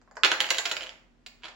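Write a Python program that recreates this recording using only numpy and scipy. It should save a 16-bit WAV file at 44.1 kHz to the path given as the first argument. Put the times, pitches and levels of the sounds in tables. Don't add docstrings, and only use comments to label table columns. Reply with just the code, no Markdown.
import sys
import numpy as np
from scipy import signal
from scipy.fft import rfft, irfft
from scipy.io import wavfile
from scipy.ndimage import uniform_filter1d, minimum_filter1d

SR = 44100
rng = np.random.default_rng(int(sys.argv[2]) if len(sys.argv) > 2 else 0)


def materialize(psi):
    bounded = np.clip(np.atleast_2d(psi).T, -1, 1)
    quanta = np.round(bounded * 32767).astype(np.int16)
    wavfile.write(sys.argv[1], SR, quanta)


N = 68355


def amp(db):
    return 10 ** (np.asarray(db) / 20)


def curve_at(points, hz):
    f, value = np.transpose(points)
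    return np.interp(np.log(hz + 1), np.log(f), value)


def add(mix, start_s, sound):
    part = mix[round(start_s * SR):][:len(sound)]
    part += sound[:len(part)]


def through(x, response):
    return signal.fftconvolve(np.atleast_2d(x), np.atleast_2d(response), axes=1)[:, :N]


def ring(modes):
    t = np.arange(SR) / SR
    return sum(amp(db - 60 * t / t60) * np.cos(2 * np.pi * hz * t) for hz, db, t60 in modes)


def impulses(rows):
    out = np.zeros(N)
    for start_s, db, *_ in rows:
        add(out, start_s, amp([db]))
    return out


# frequency in Hz, relative density in dB.
AIR_SPECTRUM = [(20, -24.5), (40, -4.5), (65, -11.5), (160, -13), (250, -11.5), (400, -18), (800, -24),
                (2000, -29.5), (4000, -35.5), (7000, -41), (9000, -52), (16000, -66.5)]
# frequency in Hz, RMS level in dB.
HUM_TONES = [(41.5, -68.5), (242, -72.5)]

def air_and_hum(air_db=-65.5, shared_power=0.18):
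    spectrum = amp(curve_at(AIR_SPECTRUM, np.fft.rfftfreq(N, 1 / SR)))
    noise = irfft(rfft(rng.standard_normal((3, N))) * spectrum, N)
    pair = np.sqrt(shared_power) * noise[2] + np.sqrt(1 - shared_power) * noise[:2]
    t = np.arange(N) / SR
    hum = sum(amp(db) * np.sqrt(2) * np.sin(2 * np.pi * (hz * t + rng.random())) for hz, db in HUM_TONES)
    return amp(air_db) * pair / pair.std() + hum


# frequency in Hz, time to fall 60 dB (T60) in seconds.
ROOM_DECAY = [(200, 1.5), (530, .5), (1400, 0.616), (3500, 0.4), (7000, 0.42), (14000, 0.5)]
# frequency in Hz, gain in dB.
ROOM_SPECTRUM = [(150, -9.5), (330, 3), (650, 10.5), (1050, 1.1), (1500, 1.6), (2400, 1.44), (3200, -3.5),
                 (4300, 1.3), (7000, 0.5), (11000, -1.4)]
# frequency in Hz, correlation from 0 to 1.
ROOM_CORRELATION = [(350, 0.92), (800, 0.8), (2000, 0)]
# frequency in Hz, left minus right in dB.
ROOM_BALANCE = [(130, -1), (300, -1), (520, 5), (1000, 5.5), (2200, -8), (4000, 1.5), (8000, -6),
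                (12000, 3.5)]
BUILD_UP_S = 0.0024

def room_response(tail_db=0.5, corner_db=2.5, corner_t60=0.079, size=256):
    hz, t, noise = signal.stft(rng.choice([-1., 1.], (2, SR)), SR, nperseg=size)
    same = curve_at(ROOM_CORRELATION, hz)[:, None]
    field = np.array([noise[0], same * noise[0] + np.sqrt(1 - same ** 2) * noise[1]])
    field *= amp(np.outer([.5, -.5], curve_at(ROOM_BALANCE, hz)))[..., None]
    field *= amp(curve_at(ROOM_SPECTRUM, hz))[:, None]
    tail_t60 = curve_at(ROOM_DECAY, hz)[:, None]
    power = sum(amp(db - 60 * t / t60) ** 2 * np.log(10 ** 6) / (t60 * SR)
                for db, t60 in [(tail_db, tail_t60), (corner_db, corner_t60)])
    tail = signal.istft(field * np.sqrt(power), SR, nperseg=size)[1]
    return tail * (1 - np.exp(-np.arange(tail.shape[1]) / SR / BUILD_UP_S))


def reverberation(x, tails=7, turn_s=.02):
    turn = np.arange(N) / SR / turn_s
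    shares = [np.maximum(1 - abs((turn - k) % tails - 1), 0) for k in range(tails)]
    return sum(through(x * np.sqrt(share), room_response()) for share in shares)


# delay in seconds, left gain, right gain.
EARLY_REFLECTIONS = [(.00066, 0.24, 0.17), (.0013, 0.071, .2), (.0030, 0.17, 0.34), (.0058, 0.16, 0.075),
                     (.0076, .22, .12), (.0094, 0.11, .15)]

def near_paths(direct_db=(-1, 5), left_lag_s=.00002):
    paths = np.zeros((2, 1024))
    paths[:, 0] = amp(direct_db)
    for delay_s, left, right in EARLY_REFLECTIONS:
        paths[:, round(delay_s * SR)] += left, right
    paths[0] = np.roll(paths[0], round(left_lag_s * SR))
    return paths


# frequency in Hz, level in dB, T60 in seconds.
COUNTER_MODES = [(302, -45.5, 0.33), (384.3, -48, 0.74), (524, -40, 0.41), (632, -42.5, .7),
                 (833.5, -32, 0.3536), (1288, -32, 0.19), (1418, -32.5, 0.28), (1597, -31.5, 0.3),
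                 (1762, -30.5, .3), (1964, -31.5, 0.32), (2500, -35, .36), (2940, -39, 0.4),
                 (3390, -36.5, .18)]

def counter_resonance(unrelated_hz=1793):
    t = np.arange(SR) / SR
    phases = rng.random((len(COUNTER_MODES), 2, 1))
    body = sum(amp(db - 60 * t / t60) * np.sin(2 * np.pi * (hz * t + phase * min(hz / unrelated_hz, 1)))
               for (hz, db, t60), phase in zip(COUNTER_MODES, phases))
    return through(impulses(LANDINGS + SLIPS), body * (1 - np.exp(-t / BUILD_UP_S)))


# frequency in Hz, relative level in dB.
CLACK_SPECTRUM = [(40, -54), (230, -32.5), (320, -22.5), (400, -19), (550, -15), (1000, -9.5), (1550, -7.5),
                  (2200, -4.5), (3200, -3.5), (4350, -8.5), (5500, -14), (6400, -19), (7050, -12.5),
                  (8400, -35), (11900, -31.5), (13000, -56.5), (16000, -74)]
TRAVEL_S = .0004

def clack(colour, level_db, tilt, spot_hz, gain_db=19, size=2048):
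    hz = np.fft.rfftfreq(size, 1 / SR)
    knots_hz = np.arange(0, SR / 2, 470)
    ripple_db = 1.93 * np.interp(hz, knots_hz, rng.standard_normal(size)[:len(knots_hz)])
    spot_db = 6.5 / (1 + (np.log2((hz + 1) / spot_hz) / 0.084) ** 2)
    tilt_db = tilt * np.log2(np.maximum(hz, 1000) / 3000)
    gain = amp(curve_at(colour, hz) + spot_db + ripple_db + tilt_db)
    log_gain = np.log(np.r_[gain, gain[-2:0:-1]])
    minimum_phase = np.exp(np.conj(signal.hilbert(log_gain)))[:len(hz)]
    lag_cycles = 2 * TRAVEL_S * np.sqrt(3000 * hz)
    return amp(gain_db + level_db) * irfft(minimum_phase * np.exp(-2j * np.pi * lag_cycles))


def chatter(grit_db=-2.5, decay_s=0.0008, edge_hz=4530, size=256):
    blow = signal.lfilter(*signal.butter(1, 2 * edge_hz, fs=SR), signal.unit_impulse(size))
    grit = rng.standard_normal(size) * np.exp(-np.arange(size) / SR / decay_s)
    grit *= amp(grit_db) / np.linalg.norm(grit)
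    return blow + signal.lfilter(*signal.butter(2, edge_hz, "high", fs=SR), grit)


def clacks(colour, contacts):
    out = np.zeros(N)
    for start_s, db, tilt, spot_hz in contacts:
        add(out, start_s - TRAVEL_S, np.convolve(clack(colour, db, tilt, spot_hz), chatter()))
    return out


# frequency in Hz, relative level in dB.
BEAK_SPECTRUM = [(60, -39.5), (300, -18), (660, -3), (1150, -1), (1900, 0), (2800, -16), (4100, -15.5),
                 (4800, -4), (6200, -10), (7300, -5), (9000, -39), (16000, -65)]
# start in seconds, level in dB, tilt in dB per octave, resonance in Hz.
SOFT_TAPS = [(0.0156, -51.5, -2, 456.4), (.076, -59, -9.5, 1100), (0.1122, -48.5, -5, 791),
             (0.155, -47.5, -3.5, 1105), (0.1688, -32.5, -5.5, 1200), (.1708, -35, -4.5, 1713)]
# start in seconds, level in dB, tilt in dB per octave.
SLIPS = [(1.435, -32.5, -4), (1.4435, -30, -1), (1.4472, -37, -2), (1.452, -32.5, -1), (1.456, -28, 0),
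         (1.4837, -33, -2), (1.486, -34.5, -1)]
# time in seconds, level in dB.
SCRAPE_ENVELOPE = [(1.391, -75.5), (1.431, -52), (1.44, -46), (1.456, -41), (1.47, -50), (1.49, -45.5),
                   (1.52, -56), (1.55, -58)]

def beak(slip_hz=3280, grains_per_s=480):
    taps = clacks(BEAK_SPECTRUM, SOFT_TAPS)
    slips = clacks(CLACK_SPECTRUM, [(*row, slip_hz) for row in SLIPS])
    envelope = amp(np.interp(np.arange(N) / SR, *np.transpose(SCRAPE_ENVELOPE), left=-120))
    grains = (rng.random(N) < grains_per_s / SR) * rng.standard_normal(N) * envelope
    scrape = through(grains, clack(CLACK_SPECTRUM, level_db=2, tilt=-3, spot_hz=slip_hz))
    return taps + slips + scrape


# start in seconds, level in dB, tilt in dB per octave, resonance in Hz.
RIM_TICKS = [(.4440, -19, -2.5, 3130), (0.4662, -21, 0, 2980), (0.49, -21.5, 0, 3200),
             (.5460, -20, 0, 3000), (0.5723, -22.5, 1.5, 3120), (0.6976, -27.5, 8.5, 3100),
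             (0.7681, -18.5, -0.5, 3230), (0.8089, -24.5, -0.5, 3000), (.8152, -30, 0, 3850),
             (0.8221, -26, 1.5, 2960), (0.832, -27.5, 1, 3100), (0.8379, -26, -2.5, 3250),
             (0.8635, -31, -3, 3020), (0.8689, -31, 0, 3120), (0.893, -28.5, 1.5, 3300),
             (1.2634, -29.5, 2, 3280), (1.2662, -30, 2, 4150)]
# start in seconds, drive of the low pair and of the top pair in dB.
COIN_STRIKES = [(.113, -28.5, -50), (0.157, -24, -50), (.2484, -16, -2), (0.318, -26, -5), (0.406, 1.5, -2),
                (0.5067, -5, 2.5), (.585, 4, -7), (0.658, -14, -5), (0.717, -4, -4), (0.769, -17.5, -27),
                (0.834, -12, -32), (1.266, -17, -14.5)]
# frequency in Hz, level in dB, T60 in seconds.
COIN_LOW_MODES = [(6860, -36, 0.037), (7110, -38, .026)]
COIN_TOP_MODES = [(15500, -53, .09), (15740, -48, .17)]

def coin_rim():
    low = through(impulses(COIN_STRIKES), ring(COIN_LOW_MODES))
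    top = through(impulses([(s, top_db) for s, _, top_db in COIN_STRIKES]), ring(COIN_TOP_MODES))
    return clacks(CLACK_SPECTRUM, RIM_TICKS) + low + top


# start in seconds, level in dB, tilt in dB per octave, resonance in Hz.
LANDINGS = [ (.2346, -6.5, -1.5, 1675), (.2353, -2, -1.5, 3450), (0.2361, -12, -2, 3550),
            (0.2481, -1.5, 1, 1780), (.3170, -6, 0, 1510), (0.4037, -15, 3.5, 3000),
            (0.4047, -8, 4.5, 3300), (0.5045, -13, 8.5, 4320), (.5065, -9, 3, 2850),
            (0.5083, -12.5, -1.5, 4200), (0.5837, -16.5, 5.5, 4100), (0.5855, -12, 2.5, 4330),
            (.5880, -18.5, -4.5, 2970), (0.6547, -17.5, 1.5, 1600), (0.6563, -14.5, 2.5, 3170),
            (.6590, -14, 2.5, 3150), (0.6653, -22, 0, 2500), (.7140, -15, 2, 1360),
            (.7160, -17, -1.5, 2950), (0.7168, -20, 6.5, 3800), (0.7668, -23, 1, 4200)]
# start in seconds, level in dB.
WORKTOP_THUMPS = [(.2355, -46.5), (.318, -51.5), (.4045, -48), (.5055, -49), (.7150, -57), (.7680, -56.5),
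                  (.8080, -56.5), (1.4450, -60.5)]
# frequency in Hz, level in dB, T60 in seconds.
WORKTOP_MODES = [(74, -22, 0.068), (150, -20, 0.027), (186.6, -2.5, 0.067), (328, -1.5, .14),
                 (527, -4.5, 0.16), (630.4, -0.5, .14)]

def coin_bounces():
    return clacks(CLACK_SPECTRUM, LANDINGS) + through(impulses(WORKTOP_THUMPS), ring(WORKTOP_MODES))


def scene():
    contacts = coin_bounces() + beak()
    rim = coin_rim()
    near = through(contacts + rim, near_paths())
    diffuse = reverberation(contacts + amp(-1) * rim)
    return near + diffuse + counter_resonance() + air_and_hum()


def record(dry, ceiling=1.0, limiter_s=.001, cutoff_hz=16600):
    size = round(limiter_s * SR)
    gain = ceiling / np.maximum(abs(dry).max(0), ceiling)
    gain = uniform_filter1d(minimum_filter1d(gain, 2 * size), size)
    low_pass = signal.firwin(255, cutoff_hz, window=("kaiser", 9), fs=SR)
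    return signal.oaconvolve(dry * gain, low_pass[None], "same")


dry = scene()
out = record(dry)
materialize(out)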